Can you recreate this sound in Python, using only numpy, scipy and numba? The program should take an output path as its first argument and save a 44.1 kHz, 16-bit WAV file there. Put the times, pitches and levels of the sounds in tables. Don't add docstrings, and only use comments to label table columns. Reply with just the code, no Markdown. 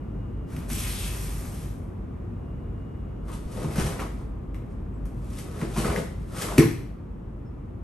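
import sys
import numpy as np
from scipy import signal
from scipy.fft import rfft, irfft, next_fast_len
from scipy.io import wavfile
from scipy.ndimage import uniform_filter1d
from numba import njit

SR = 44100
rng = np.random.default_rng(int(sys.argv[2]) if len(sys.argv) > 2 else 0)


def dump(signal):
    limited = np.clip(np.atleast_2d(signal).T, -1, 1)
    pcm = np.round(limited * 32767).astype(np.int16)
    wavfile.write(sys.argv[1], SR, pcm)


N = 345301
TIME = np.arange(N) / SR


def from_db(db):
    return 10 ** (np.asarray(db) / 20)


def rms_one(x):
    return x / np.sqrt(np.mean(x ** 2) + 1e-20)


def at_hz(points, hz):
    f, value = np.transpose(points)
    return np.interp(np.log(np.maximum(hz, 1)), np.log(f), value)


def add(track, s, sound):
    start = int(s * SR)
    track[start:start + len(sound)] += sound[:N - start]


def colour(x, spectrum):
    size = next_fast_len(N)
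    hz = np.fft.rfftfreq(size, 1 / SR) + 1
    low_end = 1 / (1 + (spectrum[0][0] / hz) ** 4)
    high_end = 1 / (1 + (hz / spectrum[-1][0] / 2) ** 4)
    shaped = rfft(x, size) * from_db(at_hz(spectrum, hz)) * low_end * high_end
    return rms_one(irfft(shaped, size)[..., :N])


def flutter(per_s, size=N):
    knots = TIME[:size] * per_s
    return rms_one(np.interp(knots, np.arange(size), rng.standard_normal(size)))


def grains(spectrum, per_s, size_db, clump_db, clumps_per_s):
    born = rng.random(N) < per_s / SR
    uneven = size_db * np.minimum(rng.exponential(1, N), 4)
    sizes = from_db(uneven + clump_db * flutter(clumps_per_s))
    return colour(born * sizes * rng.choice([-1, 1], N), spectrum)


def resonate(x, hz, q):
    return rms_one(signal.lfilter(*signal.iirpeak(hz, q, fs=SR), x))


@njit
def moving_resonance(x, step, q):
    out, low, band = np.zeros(len(x)), 0.0, 0.0
    for i in range(len(x)):
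        low += step[i] * band
        band += step[i] * (x[i] - low - band / q)
        out[i] = band
    return out


# (f/Hz, correlation [-])
LIKENESS = [(60, 1), (130, 0.99), (270, 0.63), (600, 0.045), (1200, 0.16), (1600, 0.073), (2400, 0.52),
            (6000, 0.27), (8500, .9), (12000, 0.99)]


def stereo_noise(size):
    mid, side = rfft(rng.standard_normal((2, size)))
    alike = np.clip(at_hz(LIKENESS, np.fft.rfftfreq(size, 1 / SR)), -1, 1)
    common = np.sqrt(1 + alike) * mid
    opposed = np.sqrt(1 - alike) * side * [[1], [-1]]
    return irfft(common + opposed, size)


# (f/Hz, t60/s)
HALL_T60 = [(100, 0.69), (300, 0.49), (1000, 0.5), (2500, 0.64), (6000, 0.53), (12000, 0.49)]


def hall(x, wet_db, first_echo_s=0.0034, early_db=4.5, early_s=0.023):
    t = TIME[:SR // 2]
    noises, tail = [stereo_noise(size=len(t)), stereo_noise(size=len(t))], 0
    edges = np.geomspace(40, 18000, 10)
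    for k, (low, high) in enumerate(zip(edges, edges[1:])):
        band_pass = signal.butter(2, [low, high], "band", fs=SR, output="sos")
        band = signal.sosfilt(band_pass, noises[k % 2])
        tail = tail + band * from_db(-60 * t / at_hz(HALL_T60, np.sqrt(low * high)))
    onset = np.clip(t / first_echo_s - 1, 0, 1)
    tail = tail * onset * from_db(early_db * np.exp(-t / early_s))
    response = from_db(wet_db) * rms_one(tail) / np.sqrt(len(t))
    response[:, 0] += 1
    power = 1 + from_db(wet_db) ** 2
    return signal.oaconvolve(x[None], response, axes=1)[:, :N] / np.sqrt(power)


def narrow_noise(hz, width_hz):
    band = signal.butter(2, [hz - width_hz / 2, hz + width_hz / 2], "band", fs=SR, output="sos")
    return rms_one(signal.sosfilt(band, rng.standard_normal(N + SR))[SR:])


# (f/Hz, density level/dB, relative)
DUCT_COLOUR = [(30, -14.5), (45, -2.5), (62, -7), (90, -6), (140, -10.5), (200, -13), (370, -20),
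               (520, -27), (800, -33.5), (1200, -35.5), (1650, -44.5), (2700, -52), (4400, -65.5),
               (12000, -68.5)]
# (from t/s, to t/s)
WHINE_SPANS = [(0, 0.58), (2.38, 3.25)]
WHINE_HZ, WHINE_WAVER_HZ, WHINE_DB, WHINE_SWAY_DB = 2850, 17.6, -75, 2.5
FAN_HZ, FAN_WIDTH_HZ, FAN_DB = 49.92, 3.7, -37.5


def ventilation(air_db=-34.0):
    air = from_db(air_db) * colour(stereo_noise(size=next_fast_len(N))[:, :N], DUCT_COLOUR)
    drone = from_db(FAN_DB) * narrow_noise(FAN_HZ, FAN_WIDTH_HZ)
    whine_hz = WHINE_HZ + WHINE_WAVER_HZ * flutter(per_s=60)
    whine = np.sqrt(2) * np.sin(2 * np.pi * np.cumsum(whine_hz) / SR)
    heard = sum(1.0 * ((TIME >= a) & (TIME < b)) for a, b in WHINE_SPANS)
    heard = uniform_filter1d(heard, size=SR // 6)
    whine_gain = from_db(WHINE_DB + WHINE_SWAY_DB * flutter(per_s=9.2))
    return air + drone + whine_gain * heard * whine


# (start t/s, length t/s, level/dB, starting f/Hz)
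SQUEAKS = [(4.93, 0.045, -76, 7800), (7.445, 0.06, -75, 5380)]
SQUEAK_SAG_HZ_PER_S = 3000


def squeaks(waver=0.004):
    out = np.zeros(N)
    for s, length, level, hz in SQUEAKS:
        t = TIME[:int(length * SR)]
        pitch = (hz - SQUEAK_SAG_HZ_PER_S * t) * np.exp(waver * flutter(per_s=300, size=len(t)))
        tone = np.sin(2 * np.pi * np.cumsum(pitch) / SR)
        add(out, s, 2 * from_db(level) * np.sin(np.pi * t / length) * tone)
    return out


SLOWING = 1.4
SLIDE_STOP_S = 0.09


def glide(start, length, attack_s):
    t = np.maximum(TIME - start, 0)
    stopping = np.exp(-np.maximum(t - length, 0) / SLIDE_STOP_S)
    return np.minimum(t / attack_s, 1) * stopping, np.minimum(t, length) ** SLOWING


# (start t/s, length t/s, hiss level/dB, dull rub level/dB, time to get going t/s)
SLIDES = [(0.461, 0.14, -55, -48.5, 0.078), (0.678, 0.95, -36, -44.5, 0.027)]
# (f/Hz, density level/dB, relative)
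SOLE_HISS = [(1200, -5), (3000, -13.5), (4500, -6.5), (6000, -2.5), (7200, -5), (9000, 0), (11000, 2),
             (13000, -6.5)]
SOLE_RUB = [(200, 3), (400, 1.5), (700, 0), (1200, 3), (1600, -2), (2050, -3), (2900, -8.5), (5000, -13)]
HISS_SAG_DB, RUB_SAG_DB = 17, 7.5


def sliding_foot():
    hiss = grains(SOLE_HISS, per_s=16000, size_db=3.0, clump_db=2.0, clumps_per_s=180)
    scrape = grains(SOLE_RUB, per_s=7000, size_db=1.0, clump_db=1.5, clumps_per_s=40)
    out = 0
    for start, length, hiss_db, rub_db, attack in SLIDES:
        gain, slowed = glide(start, length, attack)
        fading_hiss = hiss * from_db(hiss_db - HISS_SAG_DB * slowed)
        fading_rub = scrape * from_db(rub_db - RUB_SAG_DB * slowed)
        out = out + gain * (fading_hiss + fading_rub)
    return out


# (t/s, level/dB, mean f/Hz)
DRAW = [(0.68, -78, 2050), (0.705, -42.5, 2000), (0.79, -43, 2210), (0.86, -43.5, 2660), (0.94, -45, 2800),
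        (1.02, -42.5, 2540), (1.12, -49, 2300), (1.3, -52.5, 2200), (1.42, -69, 2150), (1.64, -58, 2200),
        (1.74, -85, 2200)]


def sole_rasp(q=2.2, judder_db=1.0, waver=0.13):
    s, level, pitch = np.transpose(DRAW)
    hz = np.interp(TIME, s, pitch) * np.exp(waver * flutter(per_s=36))
    catches = grains([(1500, 0), (4000, 0)], per_s=8000, size_db=1.0, clump_db=-1.0, clumps_per_s=330)
    rasp = rms_one(moving_resonance(catches, 2 * np.pi * hz / SR, q))
    level_db = np.interp(TIME, s, level, left=-np.inf, right=-np.inf)
    return rasp * from_db(level_db + judder_db * flutter(per_s=23))


def ring(hz, t60):
    t = TIME[:SR // 2]
    return from_db(-60 * t / t60) * np.sin(2 * np.pi * hz * t)


# (t/s, level/dB before trims, settled thump f/Hz, contact t/s)
STEPS = [(0.533, -17.5, 119.4, 0.0044), (0.573, -24.5, 306, 0.0033), (0.712, -20.5, 240, 0.0039),
         (3.455, -18.5, 55, 0.0068), (3.645, -17.5, 143, 0.0035), (3.782, -11.5, 199, 0.0049),
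         (3.812, -13.5, 65, 0.0086), (3.851, -16.5, 133, 0.0067), (5.623, -15.5, 188, 0.003),
         (5.777, -14.5, 207, 0.0029), (5.849, -17, 199, 0.0041), (5.888, -14.5, 90, 0.0039),
         (6.581, -0.5, 299, 0.0015), (6.586, -6, 137, 0.0095), (6.599, -10.5, 343, 0.0034),
         (6.617, -15, 428, .0015), (6.633, -16, 261, 0.0036), (6.658, -10, 124, 0.0063),
         (6.711, -19, 118, .006)]
# (f/Hz, level/dB, t60/s)
FLOOR_MODES = [(73.5, -24, 0.27), (114.7, -13.5, 0.29), (144.3, -6, 0.11), (233.5, -5.5, 0.1),
               (279, -17, 0.071), (301.4, -10, .13), (334.5, -5, 0.18), (388.4, -5.5, 0.15),
               (436, -11, 0.25), (478, -17.5, 0.22), (680, -20, 0.26)]


def thuds(floor_trim_db=-1.5, thump_trim_db=5.5, thump_t60=0.052, build_s=0.0047,
          uneven_db=2.0, slack_share=0.15, squeeze_s=0.0071):
    modes = [(-1) ** k * from_db(db) * ring(hz, t60) for k, (hz, db, t60) in enumerate(FLOOR_MODES)]
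    t = TIME[:len(modes[0])]
    out, build = np.zeros(N), 1 - np.exp(-t / build_s)
    tension = 1 - slack_share * np.exp(-t / squeeze_s)
    for s, level, hz, contact in STEPS:
        push = np.hanning(max(int(contact * SR), 3))
        floor = sum(mode * from_db(uneven_db * flutter(per_s=50, size=len(t))) for mode in modes)
        struck_floor = np.convolve(build * floor, push / push.sum())
        add(out, s - contact / 2, from_db(level + floor_trim_db) * struck_floor)
        thump = from_db(-60 * t / thump_t60) * np.sin(2 * np.pi * hz * np.cumsum(tension) / SR)
        add(out, s, from_db(level + thump_trim_db) * build * thump)
    return out


BRAKE_S = 0.025
SWING_ROUNDNESS = 0.93


def swell(t, wind_up_s):
    away = np.maximum(-t / wind_up_s, t / BRAKE_S)
    return np.exp(-np.minimum(away, 20) ** SWING_ROUNDNESS)


# (top speed t/s, rubbing level/dB, flapping level/dB, wind-up t/s, fold f/Hz)
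SWINGS = [ (0.531, -65, -44, 0.03, 450), (0.63, -56, -46, 0.03, 400), (0.712, -52, -39, 0.018, 480),
          (3.29, -55.5, -40, 0.016, 990), (3.335, -46.5, -46.5, 0.022, 1070),
          (3.53, -50.5, -47.5, 0.033, 900), (3.58, -55, -44.5, 0.026, 520), (3.638, -47, -35.5, 0.067, 453),
          (3.71, -54, -35, 0.02, 650), (3.80, -34, -31, 0.04, 464), (3.868, -39.5, -35.5, 0.026, 755),
          (3.915, -52, -35, 0.036, 675), (4.008, -47, -32.5, 0.023, 880), (4.05, -60, -53, 0.016, 800),
          (4.21, -60.5, -50, 0.066, 1000), (4.72, -69.5, -64, .05, 1000), (5.31, -57.5, -52, 0.11, 1090),
          (5.385, -42.5, -51, 0.03, 1090), (5.625, -47, -34, 0.1, 400), (5.793, -34.5, -32, 0.03, 520),
          (5.871, -39.5, -29, 0.075, 650), (5.925, -45, -27.5, 0.021, 630),
          (5.98, -40.5, -29.5, 0.022, 470), (6.21, -63.5, -64, 0.037, 1100),
          (6.368, -42.5, -39.5, 0.032, 1250), (6.42, -31, -35, 0.021, 1190), (6.465, -47, -37, 0.061, 520),
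          (6.515, -46, -32.5, 0.033, 613), (6.565, -41, -37, 0.017, 600)]
# (f/Hz, density level/dB, relative)
CLOTH_RUB = [(1200, 0.5), (2800, -0.5), (4000, -2.5), (5200, -2.5), (7000, -4), (9000, -0.5), (11000, 0),
             (13000, -17)]
CLOTH_FLAP = [(70, -9), (180, 10), (300, 6), (480, 5), (850, -3), (1250, -1), (1600, -9.5), (2000, -7),
              (2700, -18.5), (5000, -23.5)]


def swishes(fold_db=-5.5, fold_q=2.2):
    rub = grains(CLOTH_RUB, per_s=9000, size_db=2.5, clump_db=2.0, clumps_per_s=260)
    flap = grains(CLOTH_FLAP, per_s=2500, size_db=1.5, clump_db=2.3, clumps_per_s=150)
    out = np.zeros(N)
    for s, rubbing, flapping, wind_up, hz in SWINGS:
        if s < 1:
            continue
        now = slice(int((s - 1) * SR), int((s + .5) * SR))
        fold = rms_one(flap[now] + from_db(fold_db) * resonate(flap[now], hz, fold_q))
        cloth = rub[now] * from_db(rubbing) + fold * from_db(flapping)
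        out[now] += swell(TIME[now] - s, wind_up) * cloth
    return out


# (t/s, crack level/dB, treble edge level/dB, t60/s, mean pop f/Hz, pop level/dB)
SNAPS = [(0.564, -38, -44.5, 0.028, 2150, -33.5), (0.7, -31, -39, 0.038, 1980, -30.5),
         (3.288, -48, -58, 0.064, 1030, -41), (3.643, -46, -59, 0.048, 850, -29.5),
         (3.758, -22.5, -36.5, 0.055, 1310, -30), (3.781, -23.5, -41, 0.081, 720, -34),
         (3.808, -22.5, -38, 0.057, 1360, -29), (3.925, -31, -56, .08, 1150, -31.5),
         (3.992, -25, -52, 0.053, 1280, -30.5), (3.999, -25, -39, 0.043, 2600, -32),
         (4.018, -31.5, -63, 0.049, 1100, -25.5), (4.544, -36.5, -60, 0.055, 1500, -61),
         (5.055, -44, -50, 0.044, 1500, -54), (5.386, -42, -37, 0.036, 2400, -53),
         (5.612, -30, -56, 0.072, 2350, -35), (5.763, -26, -41, 0.096, 1040, -25),
         (5.845, -22, -45, 0.071, 1350, -22), (5.899, -22.5, -50, 0.057, 1190, -28.5),
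         (5.96, -20.5, -38, 0.028, 1870, -18), (6.413, -28.5, -34.5, .09, 1260, -35),
         (6.484, -31.5, -56, 0.12, 1140, -27.5), (6.520, -36, -56, 0.08, 840, -26.5),
         (6.578, -23, -30, 0.023, 2200, -23), (6.581, -12, -17.5, 0.032, 2500, -15),
         (6.595, -13.5, -30.5, 0.065, 1780, -21.5), (6.620, -18, -45, .1, 1040, -26.5)]
# (f/Hz, density level/dB, relative)
CRACK_EDGE = [(1200, 3), (2600, 3.5), (3800, -8), (5200, 0), (5950, 3.5), (6800, -1.5), (8500, -0.5),
              (11000, 5), (13000, -5)]
TAUT_FADE_S, WHIP_FADE_S = 0.016, 0.014


def pops(pop_trim_db=-2.5, pop_q=10.0, waver=0.096, rise_s=0.0021, whip_trim_db=2.5):
    out, t = np.zeros(N), TIME[:SR // 8]
    crackle = grains(CRACK_EDGE, per_s=3500, size_db=1.0, clump_db=2.5, clumps_per_s=900)
    wobble = np.exp(waver * flutter(per_s=120))
    for s, _, treble, fade, hz, level in SNAPS:
        now = slice(int(s * SR), int(s * SR) + len(t))
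        noise = rng.choice([-1., 1.], len(t))
        air = rms_one(moving_resonance(noise, 2 * np.pi * hz * wobble[now] / SR, pop_q))
        pop = air * np.minimum(t / rise_s, 1) * from_db(level + pop_trim_db - 60 * t / fade)
        whip = crackle[now] * from_db(treble + whip_trim_db - 60 * t / WHIP_FADE_S)
        add(out, s, pop + whip * min(TAUT_FADE_S / fade, 1) ** 2)
    return out


# (f/Hz, density level/dB, relative)
CRACK_BODY = [(200, 13), (600, 2), (1200, 1.5), (1600, -3.5), (2100, -2.5), (3000, -11.5), (6000, -18.5)]


def snaps(body_trim_db=-1.5, edge_trim_db=4.5, rise_share=.055):
    body = grains(CRACK_BODY, per_s=7000, size_db=-0.5, clump_db=7.0, clumps_per_s=400)
    edge = grains(CRACK_EDGE, per_s=22000, size_db=-3.0, clump_db=0.5, clumps_per_s=400)
    out, t = np.zeros(N), TIME[:SR // 8]
    for s, level, treble, fade, _, _ in SNAPS:
        now = slice(int(s * SR), int(s * SR) + len(t))
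        rise = rise_share * fade
        shape = np.minimum(t / rise, 1) * from_db(-60 * t / fade)
        dull = rms_one(body[now]) * from_db(level + body_trim_db)
        bright = edge[now] * from_db(treble + edge_trim_db)
        add(out, s - rise / 2, shape * (dull + bright))
    return out


def snapping_folds(wet_db=1.5, count=3):
    return sum(hall(snaps(), wet_db) for fold in range(count)) / np.sqrt(count)


def scene():
    background = ventilation() + hall(squeaks(), wet_db=-8.0)
    feet = hall(sliding_foot() + sole_rasp(), wet_db=0.0) + hall(thuds(), wet_db=-5.0)
    uniform = hall(swishes(), wet_db=0.5) + hall(pops(), wet_db=-5.0) + snapping_folds()
    return background + feet + uniform


# (f/Hz, phase lead/rad)
PORT_BALANCE = [(60, 0.2), (300, 1), (1200, 1), (2200, 1.5), (4000, 2.5), (6800, 4), (8500, 0)]
PORT_PHASE = [(2000, 0.13), (2900, 0.71), (6700, 0.48), (7600, 1), (8700, 0), (10250, -np.pi),
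              (11800, -2 * np.pi)]


def ports(x, ring_hz=11200, ring_q=14.0, ring_gain=0.42):
    left, right = x + ring_gain * signal.lfilter(*signal.iirpeak(ring_hz, ring_q, fs=SR), x)
    size = next_fast_len(N + SR // 10)
    hz = np.fft.rfftfreq(size, 1 / SR)
    lean = from_db(at_hz(PORT_BALANCE, hz) / 2)
    turn = np.exp(1j * at_hz(PORT_PHASE, hz))
    spectra = [rfft(left, size) * lean * turn, rfft(right, size) / lean]
    return irfft(np.array(spectra), size)[:, :N]


def gain_control(x, threshold_db=-4.5, slope=0.44, sink_db_per_s=0.16, attack_s=0.045):
    peak_db = 20 * np.log10(np.abs(x).max(axis=0) + 1e-9)
    over = np.maximum(peak_db - threshold_db, 0) * slope
    held = np.maximum.accumulate(over - sink_db_per_s * TIME) + sink_db_per_s * TIME
    pole = np.exp(-1 / (attack_s * SR))
    return x * from_db(-signal.lfilter([1 - pole], [1, -pole], held))


def record(dry):
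    x = np.clip(gain_control(ports(dry)), -1, 1)
    top_cut = signal.cheby2(14, 60, 13500, fs=SR, output="sos")
    return signal.sosfilt(top_cut, x)


dry = scene()
out = record(dry)
dump(out)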